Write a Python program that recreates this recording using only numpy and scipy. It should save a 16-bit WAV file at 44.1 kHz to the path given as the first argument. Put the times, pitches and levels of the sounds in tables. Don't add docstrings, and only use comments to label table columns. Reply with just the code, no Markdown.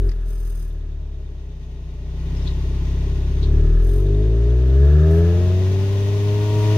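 import sys
import numpy as np
from scipy import signal
from scipy.fft import rfft, irfft
from scipy.io import wavfile

SR = 44100
rng = np.random.default_rng(int(sys.argv[2]) if len(sys.argv) > 2 else 0)


def log_audio(samples):
    frames = np.atleast_2d(samples).T
    limited = np.clip(frames, -1, 1)
    pcm = np.round(limited * 32767).astype(np.int16)
    wavfile.write(sys.argv[1], SR, pcm)


N = 298557
TIME = np.arange(N) / SR
BINS = np.maximum(np.arange(N // 2 + 1) * SR / N, 1)


def undb(db):
    return 10 ** (np.asarray(db) / 20)


def curves(table):
    seconds, *columns = np.transpose(table)
    return [np.interp(TIME, seconds, column) for column in columns]


def unit(x):
    return x / np.sqrt(np.mean(np.abs(x) ** 2))


def walk(rate_hz):
    spectrum = rfft(rng.standard_normal(N))
    return unit(irfft(spectrum / (1 + (BINS / rate_hz) ** 4), N))


def swell(start, hold, rise, decay):
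    early = (start - TIME) / rise
    late = (TIME - start - hold) / decay
    return np.exp(-np.maximum(np.maximum(early, late), 0))


def level_at(points, hz):
    at, db = np.transpose(points)
    return np.interp(np.log(hz), np.log(at), db)


def colour(points):
    return undb(level_at(points, BINS))


def resonances(hz, modes):
    response = 0
    for centre, width, db in modes:
        detuning = centre / width * (hz / centre - centre / hz)
        response = response + undb(db) / (1 + .5j * detuning) ** 2
    return response


def ringing(gain):
    cepstrum = irfft(np.log(gain), N)
    cepstrum[1:] *= 2 * (np.arange(1, N) < N / 2)
    return np.exp(rfft(cepstrum))


def shape(x, response):
    return unit(irfft(rfft(x) * response, N))


def noise(likeness):
    shared = np.sqrt(likeness) * rng.standard_normal(N)
    return shared + np.sqrt(1 - likeness) * rng.standard_normal((2, N))


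def place(x, left_db):
    return x * undb(np.array([[left_db], [-left_db]]) / 2)


def puffs(turns, depth):
    return unit(np.exp(depth * np.cos(2 * np.pi * turns)))


# frequency in Hz, gain in dB.
BOOM_RESPONSE = [(31, -16.5), (41, -2.5), (50, -10.5), (72, -6.5), (82, -12.5), (105, -14.5), (125, -16.5),
                 (157, -16.5), (200, -33.5), (255, -42.5), (320, -26)]
# level in dB before the exhaust's response and load, gain in dB per dB of load.
LOW_HARMONICS = [(1, 0.72), (1.2, 0.925), (-0.5, 1.12)]


def harmonic_levels(hz, load_db):
    return [level_at(BOOM_RESPONSE, k * hz) + db + per_load * load_db
            for k, (db, per_load) in enumerate(LOW_HARMONICS, 1)]


def boom(turns, levels_db, flutter_db, lope, smear=0.27):
    tone = 0
    for k, db in enumerate(levels_db, 1):
        level = undb(db + flutter_db * walk(5.6))
        tone = tone + level * np.cos(2 * np.pi * k * turns - smear * k ** 2)
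    return np.sqrt(2) * tone * (1 + lope * np.cos(np.pi * turns))


# frequency in Hz, gain in dB.
PIPE_RESPONSE = [(110, 9), (160, 13), (183, -13), (215, -15), (252, -3), (285, -10), (320, -5), (412, 4),
                 (465, -16), (530, -24), (635, -12), (690, -28), (850, -31), (1100, -44)]
# firing rate in Hz, fall in dB per octave.
RASP_FALL = [(33.5, 19.5), (42, 12)]
RASP_KNEE_ORDER = 8.67
RASP_RISE_DB_PER_OCTAVE = 3.5
PIPE_LAG_S = .02


def rasp(hz, turns, uneven_db, scatter_db, jitter, smear=.3, count=32):
    turns = turns + jitter * walk(21)
    pipe = ringing(colour(PIPE_RESPONSE))
    fall_db = np.interp(hz, *np.transpose(RASP_FALL))
    lagged_hz = np.interp(TIME - PIPE_LAG_S, TIME, hz)
    uneven = undb(uneven_db)
    tone = 0
    for k in 3.5 + np.arange(count) / 2:
        octaves = np.log2(k / RASP_KNEE_ORDER)
        slope_db = RASP_RISE_DB_PER_OCTAVE * min(octaves, 0) - fall_db * max(octaves, 0)
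        gain = np.interp(k * lagged_hz, BINS, pipe) * undb(slope_db)
        if k % 1:
            gain = gain * uneven
        gain = gain * np.exp(-1j * smear * k ** 2)
        tone = tone + np.real(gain * np.exp(2j * np.pi * k * turns))
    return np.sqrt(2) * tone * undb(scatter_db * walk(68))


# frequency in Hz, relative level in dB.
RUMBLE_COLOUR = [(20, -22), (50, 5), (105, 1), (152, 6), (200, -11), (250, -2), (285, -10), (360, -6),
                 (412, 0), (490, -15), (620, -9), (720, -18), (1200, -32), (3000, -70)]
RUMBLE_DB, RUMBLE_PER_LOAD = -27.5, .66
RASP_DB, RASP_PER_LOAD = -20, 1.224


def exhaust(hz, turns, load_db, low_db):
    low_note = boom(turns, low_db, flutter_db=-0.22, lope=0.026)
    uneven_db = np.interp(hz, [33, 45], [-13, -22])
    high_note = rasp(hz, turns, uneven_db, scatter_db=.6, jitter=.0015)
    note = low_note + undb(RASP_DB + RASP_PER_LOAD * load_db) * high_note
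    rumble = shape(noise(0.84) * puffs(turns, depth=0.057), colour(RUMBLE_COLOUR))
    rumble = undb(RUMBLE_DB + RUMBLE_PER_LOAD * load_db) * rumble
    return place(note + rumble, left_db=1.5)


# frequency in Hz, relative level in dB.
GAS_COLOUR = [(500, -2), (1000, -24.5), (1170, 6), (1290, 8.5), (1360, 6.5), (1510, 3.5), (1710, 12.5),
              (1850, -5.5), (2100, -8), (3500, -38.5), (7000, -45.5), (15000, -46)]
GAS_DB = -41.5
SURGE_HZ, SURGE_WIDTH_HZ, SURGE_DB = 80.38, 13, 9.5
SECOND_SURGE_SHARE = 0.2


def gas_rush(hz, turns, pulse_db):
    first = np.exp(-((hz - SURGE_HZ) / SURGE_WIDTH_HZ) ** 2)
    second = np.exp(-((2 * hz - SURGE_HZ) / SURGE_WIDTH_HZ) ** 2)
    level_db = GAS_DB + pulse_db + SURGE_DB * (first + SECOND_SURGE_SHARE * second)
    gas = shape(noise(0.86) * puffs(turns, depth=0.14), colour(GAS_COLOUR))
    return place(undb(level_db) * gas, left_db=4.5)


# frequency in Hz, relative level in dB.
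JET_COLOUR = [(1500, 0.5), (3000, 0.5), (5500, -21.5), (6280, -7), (7400, -8), (9000, 0), (11500, -2.5),
              (13000, 2), (15500, 1)]


def jet(hz, turns):
    level_db = -52.0 + 89 * np.log10(hz / hz.max())
    hiss = shape(noise(.2) * puffs(turns, depth=.3), colour(JET_COLOUR))
    return place(undb(level_db) * hiss, left_db=-9.5)


WHISTLE_HZ, WHISTLE_WIDTH_HZ, WHISTLE_DB = 947.7, 16.6, -39.5
WHISTLE_ONSET_HZ, WHISTLE_FULL_HZ = 90, 96.85


def whistle(hz, turns, waver_db, side_db, order=9):
    flow = np.clip((hz - WHISTLE_ONSET_HZ) / (WHISTLE_FULL_HZ - WHISTLE_ONSET_HZ), 0, 1)
    in_tune = 1 / np.hypot(1, 2 * (order * hz - WHISTLE_HZ) / WHISTLE_WIDTH_HZ)
    phase = 2 * np.pi * order * turns + .1 * walk(25)
    throb = 1 + 2 * undb(side_db) * (np.cos(2 * np.pi * turns) + np.cos(4 * np.pi * turns))
    level = undb(WHISTLE_DB + waver_db * walk(24)) * flow * in_tune
    return place(np.sqrt(2) * level * throb * np.sin(phase), left_db=6)


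# frequency in Hz, width in Hz, relative level in dB.
CLIP_MODES = [(1380, 70, -4), (5000, 120, -2), (6270, 130, 2), (8220, 130, -3), (8905, 70, 6),
              (9430, 170, 0), (10370, 90, -2), (11300, 170, -5), (12080, 60, 6), (12480, 200, -1),
              (13150, 200, -3), (14000, 130, -7), (14950, 200, -7)]
# start in seconds, length in seconds, level in dB.
BUZZ_FITS = [(0, .1, -58.5), (0.302, .33, -52), (3.869, .12, -49.5), (5.116, 0.038, -51), (6.55, .22, -55)]
BUZZ_ATTACK_S, BUZZ_RELEASE_S = 0.039, 0.059
TREMBLE_DB = -52


def clip_buzz(turns, pulse_db, fizz=0.18):
    fits = sum(undb(db) * swell(start, length, BUZZ_ATTACK_S, BUZZ_RELEASE_S)
               for start, length, db in BUZZ_FITS)
    bursts = puffs(turns, depth=.35) * undb(1.5 * walk(45) + 2 * walk(900))
    ring = shape(noise(.15) * bursts, np.abs(resonances(BINS, CLIP_MODES)) + fizz)
    return np.hypot(fits, undb(TREMBLE_DB + pulse_db)) * ring


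# time in seconds, envelope peak in dB.
KNOCKS = [(0.093, -40.5), (.117, -41)]
# frequency in Hz, width in Hz, relative level in dB.
KNOCK_MODES = [(1770, 530, 1), (4860, 580, 3)]


def knocks():
    blows = sum(undb(db) * swell(start, 0, rise=0.0011, decay=0.0053) for start, db in KNOCKS)
    return place(blows * shape(noise(.23), resonances(BINS, KNOCK_MODES)), left_db=4.0)


# time in seconds, envelope peak in dB, pitch in Hz, decay in seconds.
CHIRPS = [(2.372, -49, 5236, 0.013), (2.428, -51, 5310, 0.0078), (2.475, -37, 3840, 0.021),
          (3.432, -37.5, 3840, 0.018)]


def chirps():
    out = np.zeros((2, N))
    for start, db, pitch_hz, decay in CHIRPS:
        squeak = shape(noise(0.33), resonances(BINS, [(pitch_hz, 440, 0)]))
        out += undb(db) * swell(start, 0, 0.007, decay) * squeak
    return place(out, left_db=7.5)


# frequency in Hz, relative level in dB.
HISS_COLOUR = [(400, 0.5), (600, 5.5), (800, 5.5), (1100, 6), (1350, -1.5), (1600, -2), (2100, 1.5),
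               (2750, 5), (3600, 1.5), (4800, -1.5), (6500, -4), (7600, -12.5), (11000, -15), (15500, -20)]
# frequency in Hz, width in Hz, level in dB.
BODY_MODES = [(1022, 40, -1.5), (1458, 9, 11), (1893, 48, 5.5), (2450, 33, -9), (3400, 39, -8.5),
              (3676, 26, 2), (6290, 62, 0.5)]


def engine_hiss(turns, hiss_db):
    body = 1 + np.abs(resonances(BINS, BODY_MODES))
    hiss = shape(noise(0.21) * puffs(2 * turns, depth=0.056), colour(HISS_COLOUR) * body)
    return place(undb(hiss_db + .5 * walk(20)) * hiss, left_db=3.5)


WHINE_DB = -14
WHINE_FADE_HZ, WHINE_FADE_DB_PER_HZ = 36, 0.8


def whine(firing_hz, hiss_db, hz):
    phase = 2 * np.pi * hz * TIME + .6 * walk(4.9)
    fade_db = WHINE_FADE_DB_PER_HZ * np.maximum(firing_hz - WHINE_FADE_HZ, 0)
    level = undb(WHINE_DB + hiss_db - fade_db + 2 * walk(4.5))
    return place(np.sqrt(2) * level * np.sin(phase), left_db=-3.5)


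TICK_DB, TICK_PER_LOAD = -59, 0.46


def valve_tick(turns, load_db, hz, width_hz, scatter_db):
    cycle = (turns - np.interp(4.296, TIME, turns)) / 4
    index = np.floor(cycle).astype(int)
    strengths = np.clip(rng.standard_normal(np.ptp(index) + 1), -2, 1)
    size_db = scatter_db * strengths[index - index.min()]
    blows = np.exp(-(cycle % 1) / 0.14) * undb(size_db)
    tick = shape(noise(0.32) * blows, resonances(BINS, [(hz, width_hz, 0)]))
    return place(undb(TICK_DB + TICK_PER_LOAD * load_db) * tick, left_db=5)


# time in seconds, firing rate in Hz, load in dB.
ENGINE = [(0, 45.15, -16.5), (0.085, 43.4, -15), (0.12, 40.78, -27), (0.4, 41.6, -27.5), (0.8, 37.39, -28),
          (1.6, 31.17, -28), (2, 30.7, -25), (2.4, 32.69, -17.5), (3.33, 33.06, -15.5), (3.58, 36.8, -11.0),
          (3.8, 41.39, -15), (4.1, 49.89, -9.5), (4.68, 64.13, -9.5), (5.15, 82.07, -2), (5.45, 90.1, -4.5),
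          (5.85, 97.95, -7), (6.45, 104.3, -6.5), (6.77, 105.9, -2.2)]
# time in seconds, level in dB.
HISS_LEVEL = [(0, -57), (1, -59.5), (2, -55.5), (2.4, -46), (3.3, -47), (3.85, -51), (4.8, -48), (5.5, -41),
              (6.3, -39.5), (6.77, -35.5)]


def scene():
    hz, load_db = curves(ENGINE)
    hiss_db, = curves(HISS_LEVEL)
    turns = np.cumsum(hz) / SR
    low_db = harmonic_levels(hz, load_db)
    pulse_db = low_db[0]
    pipe = exhaust(hz, turns, load_db, low_db)
    air = gas_rush(hz, turns, pulse_db) + jet(hz, turns) + engine_hiss(turns, hiss_db)
    tones = whistle(hz, turns, waver_db=.6, side_db=-14) + whine(hz, hiss_db, hz=872)
    ticks = valve_tick(turns, load_db, hz=3650, width_hz=220, scatter_db=3)
    rattles = clip_buzz(turns, pulse_db) + knocks() + chirps() + ticks
    return pipe + air + tones + rattles


TOP_HZ = 15750


def record(dry):
    right = np.interp(TIME - 5.5e-5, TIME, dry[1])
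    ports = np.array([dry[0], right])
    low_pass = signal.ellip(10, .2, 80, TOP_HZ, fs=SR, output="sos")
    return signal.sosfilt(low_pass, ports)


dry = scene()
out = record(dry)
log_audio(out)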